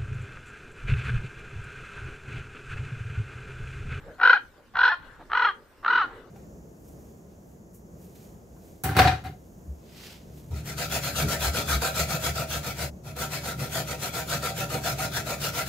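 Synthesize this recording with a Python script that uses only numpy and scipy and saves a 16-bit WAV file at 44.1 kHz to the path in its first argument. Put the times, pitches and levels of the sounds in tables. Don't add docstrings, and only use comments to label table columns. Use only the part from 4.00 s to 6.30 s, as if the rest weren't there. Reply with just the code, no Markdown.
import sys
import numpy as np
from scipy import signal
from scipy.fft import rfft, irfft, next_fast_len
from scipy.io import wavfile
from scipy.ndimage import uniform_filter1d, map_coordinates

SR = 44100
rng = np.random.default_rng(int(sys.argv[2]) if len(sys.argv) > 2 else 0)


def undo_db(level):
    steps = np.asarray(level, float) / 20
    return 10 ** steps


def to_wav(sig):
    pcm = np.clip(np.atleast_2d(sig), -1, 1) * 32767
    pcm = np.round(pcm).astype(np.int16)
    wavfile.write(sys.argv[1], SR, pcm.T)


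N = 101429
T = np.arange(N) / SR


def unit(x):
    return x / np.sqrt(np.mean(x ** 2) + 1e-20)


def along(points, hz):
    f, v = np.transpose(points)
    return np.interp(np.log(hz + 1), np.log(f + 1), v)


def wobble(rate):
    return map_coordinates(rng.standard_normal(N // 20), [T * rate])


def filtered(x, response):
    m = next_fast_len(N + SR // 2)
    return irfft(rfft(x, m) * response(np.fft.rfftfreq(m, 1 / SR)), m)[..., :N]


def swell(s, length):
    return np.exp(-.5 * ((T - s) / (0.34 * length)) ** 2)


# (f/Hz, likeness 0 to 1)
LIKENESS = [(30, .78), (100, .85), (400, .9), (1600, .6), (5000, .3), (9000, .1), (14000, .4)]


def rush(spectrum, patchy_db):
    z = signal.stft(rng.standard_normal((2, N)), nperseg=512)[2]
    patches = uniform_filter1d(rng.standard_normal(z.shape[1:]), 5, 0)
    patches = uniform_filter1d(patches, 8, 1)
    pair = signal.istft(z * undo_db(patchy_db * unit(patches)), nperseg=512)[1][:, :N]

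    def spread(hz):
        angle = np.arccos(np.clip(along(LIKENESS, hz), -1, 1)) / 2
        return undo_db(along(spectrum, hz)) * [np.cos(angle), np.sin(angle)]

    mid, side = filtered(pair, spread)
    return unit(np.array([mid + side, mid - side]))


def tract(throat, f):
    beak_top_hz, beak_steep, far_top_hz = 4507, 4.6, 6290
    peaks = sum((-1) ** i * undo_db(db) * 1j * f * w / (c * c - f * f + 1j * f * w)
                for i, (c, w, db) in enumerate(throat))
    return peaks / np.sqrt(1 + (f / beak_top_hz) ** (2 * beak_steep)) / (1 + (f / far_top_hz) ** 20)


def voice(at, hz, odd_db, tilt_db, rasp_db, throat, rasp_lift=0, chest_db=0, ragged_db=.25):
    jitter, jitter_rate, shimmer_db = .004, 250, .7
    bright_from, breath_bright_hz = 4.2, 1800
    k = np.arange(1, 19)[:, None]
    turn = 2 * np.pi * np.cumsum(hz * (1 + jitter * wobble(jitter_rate)[at])) / SR
    slope_db = tilt_db * np.clip(k - bright_from, 0, 3.5) + chest_db * (k < 3.5)
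    gain = np.where(k % 2, undo_db(odd_db), 1) * undo_db(slope_db) * tract(throat, k * hz)
    flutter = map_coordinates(rng.standard_normal((19, 800)), [k + 0 * at, 0 * k + T[at] * 180], order=1)
    ragged = undo_db(ragged_db * np.minimum(k, 9) * flutter)
    tone = np.sum(ragged * np.real(gain * np.exp(1j * k * turn)), axis=0)
    tone = tone / np.sqrt(np.sum(abs(gain) ** 2, axis=0) / 2)
    breath = filtered(rng.standard_normal(N),
                      lambda f: tract(throat, f) * np.hypot(1, rasp_lift * f / breath_bright_hz))
    puffs = unit(breath)[at] * (1 + 1.1 * np.cos(turn))
    return undo_db(shimmer_db * wobble(400)[at]) * tone + undo_db(rasp_db) * puffs


# (t/s, length/s, level/dB, top pitch f/Hz, lean of level from start to end/dB)
RATTLE_NOTES = [(0.199, 0.0037, -21.5, 480, -4), (0.212, .009, -17.5, 480, 0.5),
                (.231, .014, -11.5, 499.1, -3.5), (.249, 0.01996, -11, 512.5, -2),
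                (0.2729, 0.023, -14.5, 514.1, -11), (.295, 0.027, -12, 522.3, -9.5),
                (0.329, 0.016, -12.5, 499.4, -10), (.754, 0.0071, -22, 500, -2),
                (0.768, 0.009, -20.5, 482.8, -3), (.788, .014, -16.5, 500, -5),
                (0.804, .018, -16, 507.6, 4.5), (.830, .018, -12.5, 521.3, 0.5),
                (0.85, 0.024, -15, 506, -3.5), (0.877, 0.019, -14.5, 507.6, -4),
                (1.316, 0.0048, -22, 445, -4.5), (1.3318, 0.0087, -21, 460.5, -18.5),
                (1.348, 0.015, -20, 492, -3.5), (1.371, 0.016, -19, 506, -6.5),
                (1.393, .020, -19.5, 505.9, -3), (1.42, .023, -19, 500, -6.5),
                (1.447, 0.026, -19.5, 487.3, -10), (1.846, 0.0055, -23, 412.5, -3),
                (1.86, 0.0079, -18, 465.4, -1), (1.879, 0.018, -20.5, 480.2, -10.5),
                (1.898, 0.023, -18.5, 502.5, -2.5), (1.925, .021, -17.5, 500, -3.5),
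                (1.948, .022, -16.5, 500, 0.5), (1.972, .020, -17, 500, 1.5),
                (1.997, 0.017, -21, 453.5, -1.5)]


def rattle():
    rise, fall, top_at = .075, 0.15, 0.5285
    open_s, shut_share, swell_db = .0028, .4, 4
    snap_db, soft_dull = 2.2, .09
    hz, gate, shut, bright_db = np.full(N, 450.), np.zeros(N), np.ones(N), np.zeros(N)
    for s, length, db, top_hz, lean_db in RATTLE_NOTES:
        u = (T - s) / length
        climb = rise * np.cos(np.pi / 2 * np.clip(u / top_at, 0, 1)) ** 2
        drop = fall * np.sin(np.pi / 2 * np.clip((u - top_at) / (1 - top_at), 0, 1)) ** 2
        arch = np.where(u < top_at, climb, drop)
        closing = np.sin(np.pi / 2 * np.clip((s + length - T) / (shut_share * length), 0, 1))
        opened = np.clip((T - s) / open_s, 0, 1) * closing
        hz = np.where(opened > 0, top_hz * (1 - arch), hz)
        level_db = db + lean_db * np.clip(2 * u - 1, -1, 1) - swell_db * (u < top_at) * arch / rise
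        gate += opened * undo_db(level_db)
        shut -= opened
        bright_db += (opened > 0) * (snap_db * (1 - 2 * u) + soft_dull * (db + 18.5))
    return hz, gate, shut, bright_db


def strained_voice(at, rows, throat, odd_db):
    s, db, strain_hz = np.transpose(rows)
    hz, level_db = np.interp(T[at], s, strain_hz), np.interp(T[at], s, db)
    slack_hz, tense_hz, fade_s = 355, 385, .006
    faint = np.clip(-29 - level_db, 0, 15)
    chest_db = 25 * np.clip(1 - (T[at] - s[0]) / 0.07, 0, 1)
    sound = voice(at, hz, np.interp(hz, [slack_hz, tense_hz], [0, odd_db]), -1 - .2 * faint,
                  -14 + .8 * faint, throat, rasp_lift=0.18, chest_db=chest_db, ragged_db=.6)
    return undo_db(level_db) * np.clip((s[-1] - T[at]) / fade_s, 0, 1) * sound


# (t/s, level/dB, pitch f/Hz)
STRAINED = [
    [(.183, -54.5, 403.7), (.188, -47, 363.5), (.226, -24.5, 385.1), (.325, -26.5, 397.7),
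     (.34, -15.5, 406.4), (.357, -26.5, 418), (.366, -22.5, 355), (.378, -25, 394), (.388, -66, 339)],
    [(.738, -55, 371.3), (.7415, -46.5, 380.5), (.78, -27, 385), (.89, -24.5, 418.8), (.9, -25, 428.5),
     (.916, -24.5, 442), (.921, -20.5, 355), (.942, -28.5, 350.7), (.952, -34, 315)],
    [(1.296, -59.5, 382.2), (1.301, -45, 389), (1.34, -30, 408.7), (1.455, -23, 425.6), (1.466, -18.5, 411),
     (1.482, -26, 421.4), (1.49, -25, 399), (1.505, -32, 385), (1.52, -42, 338)],
    [(1.826, -78, 388.5), (1.831, -45.5, 383.6), (1.875, -32.5, 401.1), (1.985, -28, 430.4),
     (1.998, -22, 429.1), (2.014, -20.5, 437.2), (2.022, -23.5, 379.6), (2.04, -25.5, 360),
     (2.065, -44, 344)],
]
# (f/Hz, width/Hz, level/dB)
CAW_THROATS = [
    [(500, 180, -16.5), (820, 510, -11), (1490, 92.6, 7.5), (2246, 73, -36.5), (2250, 140, -30),
     (3120, 94, -17.5), (3830, 200, -26.5), (4190, 640, -33), (5880, 800, -40.5)],
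    [(604, 900, -23.5), (915, 370, -2.5), (1535, 160, 10), (1800, 220, -3.5), (2530, 690, -17.5),
     (3473, 86, -18.5), (3730, 200, -37), (4300, 150, -16), (6000, 700, -37)],
    [(480, 120, -16), (923, 217, 0), (1344, 225, 9.5), (2020, 570, -11.5), (2350, 320, -38),
     (3230, 178, -9.5), (3670, 400, -43), (4250, 150, -15), (5926, 700, -36)],
    [(480, 130, -26), (1020, 254, -1), (1416, 125, 9), (2024, 150, -16.5), (2376, 230, -39.5),
     (3056, 160, -14.5), (3420, 200, -49.5), (3950, 510, -20), (6040, 700, -32)],
]
# (left over right/dB, left lag/samples)
CAW_BEARING = [(2.2, -2), (.3, -1.5), (.5, -.8), (.1, -.2)]
ODD_OVERTONES = [-17, -10, -1.5, 2.5]


def raven():
    hz, gate, shut, bright_db = rattle()
    out = np.zeros((2, N))
    side = np.array([[.5], [-.5]])
    for rows, throat, (pan_db, lag), odd_db in zip(STRAINED, CAW_THROATS, CAW_BEARING, ODD_OVERTONES):
        at = np.flatnonzero((T > rows[0][0]) & (T < rows[-1][0]))
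        notes = gate[at] * voice(at, hz[at], 0, bright_db[at], -25, throat, rasp_lift=1)
        call = np.zeros(N)
        call[at] = notes + shut[at] * strained_voice(at, rows, throat, odd_db)
        out += filtered(call, lambda f: undo_db(pan_db * side) * np.exp(-2j * np.pi * f * lag * side / SR))
    return out


# (t/s, length/s, level/dB, pitch f/Hz, width as share of pitch)
WING_STROKES = [
    (0.096, 0.079, -42, 530.6, 0.15),
    (0.577, 0.075, -58.5, 480, 0.88),
    (1.213, 0.039, -47, 707, 0.8),
    (1.234, 0.047, -51.5, 298, .6),
    (1.565, 0.15, -54, 413, 0.16),
    (1.946, 0.16, -45.5, 380, 0.31),
    (2.071, 0.093, -48, 346, 0.42),
    (2.168, 0.19, -49, 454, 0.25),
    (2.269, 0.031, -51.5, 466, 0.63),
]
# (f/Hz, level/dB)
FEATHER_HISS = [(300, -55), (700, 4), (2000, -8), (4500, -31.5), (7000, -48.5)]


def wings():
    out = np.zeros((2, N))
    hiss = undo_db(-13) * rush(FEATHER_HISS, patchy_db=-11.0)
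    for s, length, db, hz, width in WING_STROKES:
        hollow = filtered(rng.standard_normal(N), lambda f: 1 / (1 + ((f - hz) / (width * hz)) ** 2))
        out += undo_db(db) * swell(s, length) * (unit(hollow) + hiss)
    return out


# (f/Hz, time to fall 60 dB/s)
GROUND_DECAY = [(300, 0.43), (1500, 0.22), (4000, 0.18), (9000, 0.062)]


def ground(x):
    delay_s = .007
    hz, t, z = signal.stft(rng.standard_normal((2, SR // 2)), SR, nperseg=256)
    tail = signal.istft(z * undo_db(-60 * t / along(GROUND_DECAY, hz)[:, None]), SR, nperseg=256)[1]
    tail[1] = 0.08 * tail[0] + 0.89 * tail[1]
    late = np.pad(x, (round(delay_s * SR), 0))
    return signal.fftconvolve(late[None], tail / np.linalg.norm(tail[0]), axes=1)[:, :N]


# (f/Hz, level/dB)
GROUND_COLOUR = [(500, -10.5), (1500, -8), (3000, -0.5), (6000, 9)]


def near_answer(call):
    near = filtered(call, lambda f: undo_db(along(GROUND_COLOUR, f)))
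    turn = np.pi / 2 * wobble(22)
    return undo_db(-8.5) * (ground(near * np.cos(turn)) + ground(near * np.sin(turn)))


# (caw start t/s, delay/s, level/dB)
ROCK_RETURNS = [
    (.18, -0.19, -43.5),
    (.18, 0.24, -49),
    (.73, 0.19, -30.5),
    (1.29, 0.2, -46),
    (1.82, .22, -31.5),
]
# (f/Hz, level/dB)
ROCK_COLOUR = [(700, -5), (1500, 0.5), (2200, 4), (4400, 4.5), (6000, 2.5)]


def returns(call):
    smear_s, caw_s = 0.22, .26
    call = filtered(call, lambda f: undo_db(along(ROCK_COLOUR, f)))
    far = np.zeros(N)
    for s, delay, db in ROCK_RETURNS:
        far += undo_db(db) * np.interp(T - delay, T, call * (T > s) * (T < s + caw_s), 0, 0)
    blur = rng.standard_normal((2, SR // 4)) * undo_db(-60 * T[:SR // 4] / smear_s)
    blur[1] = 0.2 * blur[0] + 0.27 * blur[1]
    return signal.fftconvolve(far[None], blur / np.linalg.norm(blur[0]), axes=1)[:, :N]


# (t/s, length/s, level/dB)
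SLOPE_ECHOES = [
    (0.019, 0.28, -54),
    (0.614, 0.26, -66),
    (1.068, 0.44, -54.5),
    (1.689, 0.77, -64.5),
    (2.116, 0.16, -48),
]
# (f/Hz, level/dB per Hz)
SLOPE_COLOUR = [(470, -38.5), (800, -8), (1190, -9), (1590, -6.5), (2330, -22), (4450, -31), (5140, -51.5),
                (7000, -39.5), (9100, -70), (15400, -120)]


def echoes():
    level = sum(undo_db(db) * swell(s, length) for s, length, db in SLOPE_ECHOES)
    return rush(SLOPE_COLOUR, patchy_db=1.5) * level


# (t/s, level/dB)
WIND_STRENGTH = [(0.0, -49.5), (0.08, -48.5), (0.17, -57.5), (0.26, -53), (0.39, -70.5), (0.45, -57),
                 (0.56, -63.5), (0.72, -61), (0.74, -51), (0.97, -64), (1.0, -51.5), (1.66, -64),
                 (2.23, -53.5), (2.3, -66)]
# (f/Hz, level/dB per Hz)
RUMBLE_COLOUR = [(12, -27.5), (20, -2), (39, 1), (70, -5), (200, -10), (260, -39), (440, -120)]
# (f/Hz, level/dB per Hz)
AIR_COLOUR = [(71, -15.5), (120, -0.5), (147, -25.5), (239, 0), (330, -4), (547, -2.5), (726, -12),
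              (11300, -31.5), (15100, -29.5)]


def wind():
    s, db = np.transpose(WIND_STRENGTH)
    rumble = unit(undo_db(wobble(39)) * rush(RUMBLE_COLOUR, patchy_db=0.5))
    air = undo_db(-57.5 + wobble(11.0)) * rush(AIR_COLOUR, patchy_db=-3.5)
    return undo_db(np.interp(T, s, db)) * rumble + air


def scene():
    bird = raven()
    call = bird.mean(axis=0)
    return bird + wings() + near_answer(call) + returns(call) + echoes() + wind()


def band_limit(x):
    return signal.sosfilt(signal.butter(12, 15210, fs=SR, output="sos"), x)


def record(dry):
    both = dry.mean(axis=0)
    lost = filtered(both, lambda f: (f > 10600) & (f < 12100) | (f > 15050))
    loud = uniform_filter1d(abs(dry[0]), size=2048) > undo_db(-29)
    loud = uniform_filter1d(1. * loud, size=256)
    lost += loud * filtered(both, lambda f: (f > 6900) & (f < 8100))
    mix = filtered(dry - lost, lambda f: f < 15740)
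    return band_limit(mix)


dry = scene()
out = record(dry)
to_wav(out)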